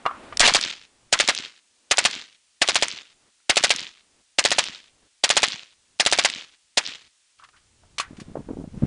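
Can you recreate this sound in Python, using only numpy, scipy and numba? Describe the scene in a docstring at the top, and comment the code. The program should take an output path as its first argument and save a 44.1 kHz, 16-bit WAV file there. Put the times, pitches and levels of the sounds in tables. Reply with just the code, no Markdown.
"""A suppressed automatic rifle on an open range with earth banks, heard from a few metres away. First the wind
stirs, gear rattles and the hammer clicks. Short bursts follow: each shot is wave packets and filtered gas
noise, then posts and boards return cracks, banks return scattered noise and the bolt slams home as a noise
burst. Between bursts a low rumble and rustle swell and cut off abruptly. After the last round the magazine
drops and a lever clacks (ringing modes, noise bursts), and gusts thump the microphone."""
import sys
import numpy as np
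from scipy import signal
from scipy.fft import rfft, irfft
from scipy.io import wavfile
from scipy.ndimage import uniform_filter1d
from numba import njit

SR = 44100
rng = np.random.default_rng(int(sys.argv[2]) if len(sys.argv) > 2 else 0)


def store_pcm(level_fs):
    """Save levels as 16-bit WAV."""
    pcm = np.round(np.clip(level_fs, -1, 1) * 32767).astype(np.int16)
    wavfile.write(sys.argv[1], SR, np.atleast_2d(pcm).T)


def gain_from_db(level_db):
    """Convert decibel levels to linear amplitude factors (20 dB per decade)."""
    decades = np.asarray(level_db, float) / 20
    return 10 ** decades


N = 390726


def level(x, db):
    """Root-mean-square scaling: normalise to rms 1, then apply a level, constant or varying."""
    return x * gain_from_db(db) / np.sqrt(np.mean(x ** 2))


def band(x, hz, width):
    """Second-order resonance with unit gain at its centre."""
    return signal.lfilter(*signal.iirpeak(hz, hz / width, SR), x)


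def coloured(points):
    """Spectral shaping: white noise weighted by a curve of (f/Hz, relative level/dB), rms 1."""
    hz, db = np.transpose(points)
    f = np.maximum(np.arange(N // 2 + 1) * SR / N, 1)
    weight = gain_from_db(np.interp(np.log(f), np.log(hz), db))
    return level(irfft(rfft(rng.standard_normal(N)) * weight, N), 0)


def drift(size):
    """Random modulation: a moving average of white noise over size samples, rms 1."""
    return level(uniform_filter1d(rng.standard_normal(N), size=size), 0)


def add(out, s, sound):
    """Superposition: mix a sound in at a time in seconds."""
    i = int(s * SR)
    out[i:i + len(sound)] += sound[:N - i]


def blip(hz, cycles, turn):
    """Gaussian wave packet of a few cycles, centred 10 ms in, envelope peak 1; turn is its phase."""
    t = np.arange(int(.02 * SR)) / SR - .01
    return np.exp(-(2.8 * t * hz / cycles) ** 2) * np.cos(2 * np.pi * (hz * t + turn))


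def knock(hz, width, t60, rise):
    """Impact noise: a narrowed noise burst with exponential decay, peak 1."""
    t = np.arange(int((rise + t60) * SR)) / SR
    noise = band(band(rng.standard_normal(len(t)), hz, width), hz, width)
    y = noise * np.minimum(t / rise, 1) ** 2 * gain_from_db(-60 * np.maximum(t - rise, 0) / t60)
    return y / np.abs(y).max()


# spectrum of the steady hiss: (f/Hz, relative level/dB)
HISS_SPECTRUM = [(180, -58), (300, -22), (2710, -6), (2920, -5.5), (7570, -5.5), (10000, -8),
                 (13000, -38.5), (22000, -120)]


def hiss():
    """Stationary noise: a steady hiss of fixed spectrum."""
    return gain_from_db(-62.5) * coloured(HISS_SPECTRUM)


# course of the wind: (t/s, rumble level/dB, rustle level/dB)
WIND_COURSE = [(0, -60, -49), (.26, -55, -43), (.4, -51.5, -49), (.7, -73, -66), (1.1, -65.5, -64),
               (1.6, -87, -80), (7.37, -88, -84), (7.39, -69, -74), (8.0, -58, -66), (8.1, -51, -56),
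               (8.5, -41, -58), (8.72, -45.5, -60), (8.86, -33, -46)]
# low swells between bursts that cut off abruptly: (cut-off t/s, rumble level/dB, rustle level/dB)
LULL_SWELLS = [(1.9, -86, -68), (2.32, -79.5, -75), (3.02, -75, -73), (3.29, -71, -64), (3.92, -71.5, -75),
               (4.21, -71, -64.5), (4.78, -72, -73), (5.07, -66, -63), (5.97, -71.5, -69), (6.53, -76, -72),
               (7.07, -68.5, -71.5)]


def layer_envelope(column, rise_db_s):
    """Envelope law: a noise layer follows the wind curve or whichever swell stands above it."""
    t = np.arange(N) / SR
    db = np.interp(t, [row[0] for row in WIND_COURSE], [row[column] for row in WIND_COURSE])
    for row in LULL_SWELLS:
        rise = rise_db_s * (t - row[0])
        cut = 15 * (row[0] - t) / .02  # falls 15 dB in 20 ms
        db = np.maximum(db, row[column] + np.minimum(rise, cut))
    return gain_from_db(db)


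def wind():
    """A lumpy low rumble and a soft rustle, each noise under its own envelope: the wind and the swells between
    bursts."""
    smooth = uniform_filter1d(uniform_filter1d(rng.standard_normal(N), size=1500), size=1500)
    lumps = gain_from_db(3.0 * level(smooth, 0))
    rumble = coloured([(15, -7), (35, -5), (90, -4), (150, -9.5), (400, -20.5), (1000, -48)])
    rustle = coloured([(80, -16), (250, 2.5), (1200, -4), (3000, -11.5), (6000, -23.5)])
    out = layer_envelope(column=1, rise_db_s=35) * level(lumps * rumble, 0)
    return out + layer_envelope(column=2, rise_db_s=30) * rustle


# strongest gust thumps on the microphone: (t/s, packet peak level/dB before the low-pass, centre f/Hz)
GUST_THUMPS = [(8.11, -30.5, 230), (8.218, -27, 220), (8.356, -15, 510), (8.371, -18, 430),
               (8.393, -25, 255), (8.405, -26, 270), (8.489, -21, 340), (8.507, -21.5, 310),
               (8.512, -18.5, 260), (8.534, -26, 270), (8.571, -24, 320), (8.588, -22.5, 250),
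               (8.6, -21, 240), (8.613, -25, 260), (8.641, -24, 240), (8.677, -28.5, 190),
               (8.743, -27.5, 200), (8.777, -22.5, 147), (8.824, -14, 210), (8.836, -6, 171),
               (8.851, -18, 160)]


def thumps():
    """Eddy impact: each eddy is a low wave packet with a faint higher one and a ragged noise wake."""
    out = np.zeros(N)
    first_s = 8.12  # weaker eddies come at random from here on
    eddies = []
    for when, size, pitch in rng.random(size=(28, 3)):
        eddies.append((first_s + (N / SR - first_s) * when, -32 - 9.0 * size, 200 * 1.8 ** (pitch - .5)))
    for s, db, hz in GUST_THUMPS + eddies:
        turn = rng.random()
        packet = blip(hz, 1.68, turn) + 0.16 * blip(2.26 * hz, 2.6, turn)
        add(out, s - .01, gain_from_db(db) * packet)
        wake = knock(.9 * hz, 1.7 * hz, .06, 0.005)
        add(out, s - .004, gain_from_db(db - 8.0) * wake)
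    return signal.sosfilt(signal.butter(2, 1100, fs=SR, output="sos"), out)


# rattles of sling, magazine and lever: (t/s, centre f/Hz, filter width/Hz, peak level/dB, t60/s)
GEAR_RATTLES = [(0.054, 880, 810, -43, .036), (.062, 1000, 900, -40, .04), (.07, 1153, 400, -47.5, .27),
                (.325, 1296, 1700, -57, .089), (3.401, 1500, 2520, -57, .02), (7.385, 2500, 3990, -49, .2),
                (7.394, 1220, 400, -41.5, .12), (7.421, 1250, 400, -44, .08), (7.431, 1200, 500, -42, .12),
                (7.437, 2500, 4000, -41, .06), (7.444, 1900, 2000, -41, .04),
                (7.488, 2000, 2970, -40, .046), (7.528, 1300, 600, -50, .25), (7.562, 2200, 2500, -49, .12),
                (7.83, 700, 905, -49, .18), (7.982, 2970, 4980, -15.5, .085),
                (7.999, 3350, 6000, -12.5, .068), (8.005, 1500, 1300, -25, .18),
                (8.167, 2000, 5000, -40.5, .11), (8.199, 3000, 6000, -33.5, .092)]


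def rattles():
    """Impact noise of loose gear: band-limited bursts with individual decay times."""
    out = np.zeros(N)
    for s, hz, width, db, t60 in GEAR_RATTLES:
        add(out, s, gain_from_db(db) * knock(hz, width, t60, 0.019 * t60))
    return out


# modes of the rifle: (nominal f/Hz, relative level/dB at full hardness, t60/s)
RIFLE_MODES = [(720, -10, .03), (1020, -18.5, .035), (1200, 4.5, .03), (1320, -9.5, .06), (2420, -1.5, .04),
               (2930, -9.5, 0.049), (3670, -13, .04), (5000, -14, 0.035), (6450, -17.5, .04)]


def ring(hardness):
    """Modal superposition: decaying sines after a blow; a soft blow leaves the high modes quiet."""
    t = np.arange(int(.2 * SR)) / SR
    y = np.zeros(len(t))
    for hz, db, t60 in RIFLE_MODES:
        softening = 9.0 * (1 - hardness) * np.log2(hz / 1200)
        detune = 1 + 0.056 * rng.standard_normal()
        y += gain_from_db(db - softening - 60 * t / t60) * np.sin(2 * np.pi * hz * t * detune)
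    y = y * np.minimum(t / 0.00036, 1)
    return y / np.abs(y).max()


# blows that ring the rifle: (t/s, peak level/dB, hardness 0-1)
RIFLE_BLOWS = [(0.054, -48, 0), (.062, -32, .2), (.111, -50.5, 0), (.325, -51.5, 0), (7.488, -45, .5),
               (7.541, -52, .4), (7.982, -23.5, .6), (7.999, -11, 1), (8.199, -38.5, .5)]


def blows():
    """Impulsive excitation: every blow sets the rifle's modes ringing."""
    out = np.zeros(N)
    for s, db, hardness in RIFLE_BLOWS:
        add(out, s, gain_from_db(db) * ring(hardness))
    return out


# trigger and hammer at the start of a burst: (t/s, peak level/dB)
HAMMER_CLICKS = [(0.3716, -36), (0.396, -27), (1.12, -35), (1.903, -31.5), (2.608, -41.5), (5.990, -38)]
# shots: (t/s, shot level/dB, peak level/dB of the bolt slamming home); the last leaves the bolt open
SHOT_TIMES = [(0.4072, -14.5, -25), (0.4783, -13.5, -8), (0.5492, -10, -10.5), (1.1285, -13.2, -8),
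              (1.201, -15.5, -5.5), (1.2877, -15.5, -14), (1.9129, -16, -10), (1.9832, -17.5, -14),
              (2.052, -16.5, -17.5), (2.6186, -15, -11), (2.6879, -18, -11), (2.7566, -18.5, -20),
              (2.825, -18, -14), (3.497, -15, -10.5), (3.57, -16.5, -17), (3.639, -16, -13),
              (3.7055, -17, -14), (4.387, -15.5, -9.5), (4.4514, -17.5, -9.5), (4.5171, -19.5, -24),
              (4.5854, -17, -13.5), (5.2392, -16.5, -10), (5.3027, -17, -19), (5.3684, -14.5, -15),
              (5.4319, -17.5, -14), (6.0, -17.5, -11.5), (6.063, -16.5, -9), (6.1258, -17.5, -13),
              (6.1879, -18.5, -15), (6.249, -17.5, -11.5), (6.7748, -15.5)]


def bolt_and_hammer():
    """Impact of steel on steel: short bright noise bursts for bolt, trigger and hammer."""
    out = np.zeros(N)
    strikes = list(HAMMER_CLICKS)
    for (s, _, db), (after, *_) in zip(SHOT_TIMES, SHOT_TIMES[1:]):
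        if after - s < .2:
            closing = after - .0111  # within a burst: this many seconds before the next shot
        else:
            closing = s + .0635 - .0021 * s  # end of a burst: travel shortens as the action warms
        strikes.append((closing, db))
    for s, db in strikes:
        add(out, s - .0015, gain_from_db(db) * knock(4000, 5700, 0.0071, .0025))
    return out


def per_shot(shape, lead):
    """Incoherent addition: the powers of all shots' envelopes sum; lead (s) starts each one early."""
    power = np.zeros(N)
    for s, db, *_ in SHOT_TIMES:
        add(power, s - lead, (gain_from_db(db) * shape) ** 2)
    return np.sqrt(power)


def rolling_wash():
    """Diffuse reverberation: the lows roll round the banks as a smooth decaying wash."""
    t = np.arange(int(.5 * SR)) / SR
    shape = np.minimum(t / 0.068, 1) * gain_from_db(-60 * t / 0.26)
    lows = coloured([(60, -22.5), (250, 0), (700, -8), (1600, -5.5), (3000, -32)])
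    return per_shot(shape, 0) * level(lows, -26.5)


# scattered return from ground and banks: (lag t/s, level/dB re shot)
BANK_RETURN = [(0, -25), (0.029, -31), (0.073, -22), (.12, -22), (.19, -29), (.23, -40.5), (0.299, -42),
               (0.316, -55), (.4, -79)]
# spectrum of that return: (f/Hz, relative level/dB)
BANK_SPECTRUM = [(59, -42.5), (100, -22.5), (257, -12), (786, -14.5), (2500, -3), (3600, -2), (7350, -14.5),
                 (10000, -35.5), (13000, -49), (22000, -120)]


def bank_scatter():
    """Diffuse scattering: many small reflectors return grainy noise."""
    lag, db = np.transpose(BANK_RETURN)
    shape = gain_from_db(np.interp(np.arange(int(lag[-1] * SR)) / SR, lag, db))
    grain = gain_from_db(4.0 * drift(130))
    return per_shot(shape, 0) * level(grain * coloured(BANK_SPECTRUM), 0)


# cracks from posts and boards: (lag t/s, mean level/dB re shot, mean centre f/Hz, packet length/cycles)
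POST_CRACKS = [(.078, -9, 4948, 5.5), (0.0808, -1.5, 3500, 2.5), (0.0895, 3, 4253, 2.5),
               (0.1005, 2, 4030, 1.1), (.111, -6.5, 3045, 2.5), (.113, -22, 241, 1.5),
               (.123, -13, 3103, 2.4), (.135, -15.5, 3005, 3.2), (.149, -11, 3070, 2.7),
               (.1627, -4.5, 3300, 2.3), (.228, -26, 3200, 2.2), (0.236, -23, 3290, 1.2),
               (.246, -24.5, 3250, 2.2), (.2757, -23.5, 3780, 1.8), (0.303, -26, 3230, 1.4)]


def cracks():
    """Discrete reflection: posts and boards return wave packets at the same lags after every shot."""
    out = np.zeros(N)
    for s, db, *_ in SHOT_TIMES:
        for lag, crack_db, hz, cycles in POST_CRACKS:
            louder, higher, turn = rng.standard_normal(3)
            crack = blip(hz * (1 + .1 * higher), cycles, turn)
            add(out, s + lag - .01, gain_from_db(db + crack_db + 1.7 * louder) * crack)
    return out


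def clatter():
    """Random impacts: carrier, spring and spent case give nine packets a shot, fading with delay."""
    out = np.zeros(N)
    for s, db, *_ in SHOT_TIMES:
        for late, pitch, size, turn in rng.random((9, 4)):
            gain = gain_from_db(db - 3.0 - 11 * late - 9 * size)
            add(out, s + .045 * late, gain * blip(1200 * 4.5 ** pitch, 3.5, turn))
    return out


# gas jet bands: (centre f/Hz, width/Hz of each filter pass, mean level/dB re shot, hold t/s, t60/s)
GAS_BANDS = [(300.6, 140, -23, 0.006, 0.022), (1020, 830, -10.5, 0.0034, 0.1),
             (2000, 1700, -6.5, 0.0093, 0.079), (3170, 3300, -4, 0.0082, 0.025),
             (4450, 2800, -3, 0.0083, 0.049), (6940, 3000, -5, .008, 0.03), (9300, 600, -15, 0.0027, 0.018),
             (6340, 7600, -36, 0.06, .08)]


def gas_jet():
    """Jet noise: each band rises fast, holds, then decays at its own rate while sputtering a little."""
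    out, lead = np.zeros(N), .005
    t = np.arange(int(.2 * SR)) / SR - lead
    for hz, width, db, hold, t60 in GAS_BANDS:
        sputter = 3.0 * drift(120) + 1.5 * drift(2000)  # dB
        shape = gain_from_db(np.minimum(6000 * t, 0) - 60 * np.maximum(t - hold, 0) / t60)
        noise = band(band(rng.standard_normal(N), hz, width), hz, width)
        out += per_shot(shape, lead) * level(noise, db + sputter)
    return out


# pops of one shot, direct and bounced close by:
# (lag t/s, mean centre f/Hz, packet length/cycles, mean level/dB re shot)
MUZZLE_POPS = [(0, 683.3, 2.2, 5.5), (-.0003, 3300, 1.8, 18.5), (0, 257.8, 1.3, -12.5),
               (.003, 105, 1.0, -17.5), (.0055, 280.3, 0.68, -11), (.007, 670, 2, -1),
               (.0085, 2400, 1.6, 14.5), (.0175, 2000, 2.5, -3), (.023, 650, 1.5, -18.5),
               (.029, 658, 1.5, -13.5)]


def pops():
    """Impulsive radiation: superposed wave packets that barely change from shot to shot."""
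    out = np.zeros(N)
    for s, db, *_ in SHOT_TIMES:
        for lag, hz, cycles, pop_db in MUZZLE_POPS:
            louder, higher = rng.standard_normal(2)
            pop = blip(hz * (1 + 0.058 * higher), cycles, .3)
            add(out, s + lag - .01, gain_from_db(db + pop_db + 1.3 * louder) * pop)
    return out


def scene():
    """Linear superposition of the rifle, its gear and its echoes at the microphone."""
    gear = rattles() + blows() + bolt_and_hammer()
    echoes = rolling_wash() + bank_scatter() + cracks()
    return (gear + echoes + clatter() + gas_jet() + pops())[None]


@njit
def follow(x, attack, release):
    """Envelope detection: first-order smoothing of |x| with separate rates up and down."""
    y, e = np.empty(len(x)), 0.
    for i in range(len(x)):
        e += (abs(x[i]) - e) * (attack if abs(x[i]) > e else release)
        y[i] = e
    return y


def roll_off(x):
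    """The treble ends steeply here."""
    return signal.sosfilt(signal.butter(12, 11330, fs=SR, output="sos"), x)


def record(dry):
    """Dynamic compression: gain starts high and backs off late; a quick limiter holds the peaks."""
    x = dry[0]
    heard = follow(x, 1 / (.55 * SR), 1 / (40 * SR))
    late = np.interp(np.arange(N) - .062 * SR, np.arange(N), heard)  # 62 ms behind
    x = x * np.clip(gain_from_db(-36) / (late + 1e-9), 1, gain_from_db(25.5))
    loud = follow(np.roll(x, -20), 1 / (.0006 * SR), 1 / (0.0062 * SR))  # looks 20 samples ahead
    squeeze = np.maximum(loud / gain_from_db(-9), 1)
    x = x / squeeze
    x = x + gain_from_db(-34) * band(np.log(squeeze), 30, 90)  # the limiter's jolt leaks through as a deep thump
    x = np.tanh(1.084 * x) / 0.8  # soft saturation
    x = x + wind() + thumps() + hiss()
    x = signal.sosfilt(signal.ellip(10, .2, 65, 10050, fs=SR, output="sos"), x)  # steep low-pass
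    x = x / max(1, np.abs(x).max() / .97)  # peaks stay under full scale
    return roll_off(x[None])


dry = scene()
out = record(dry)
store_pcm(out)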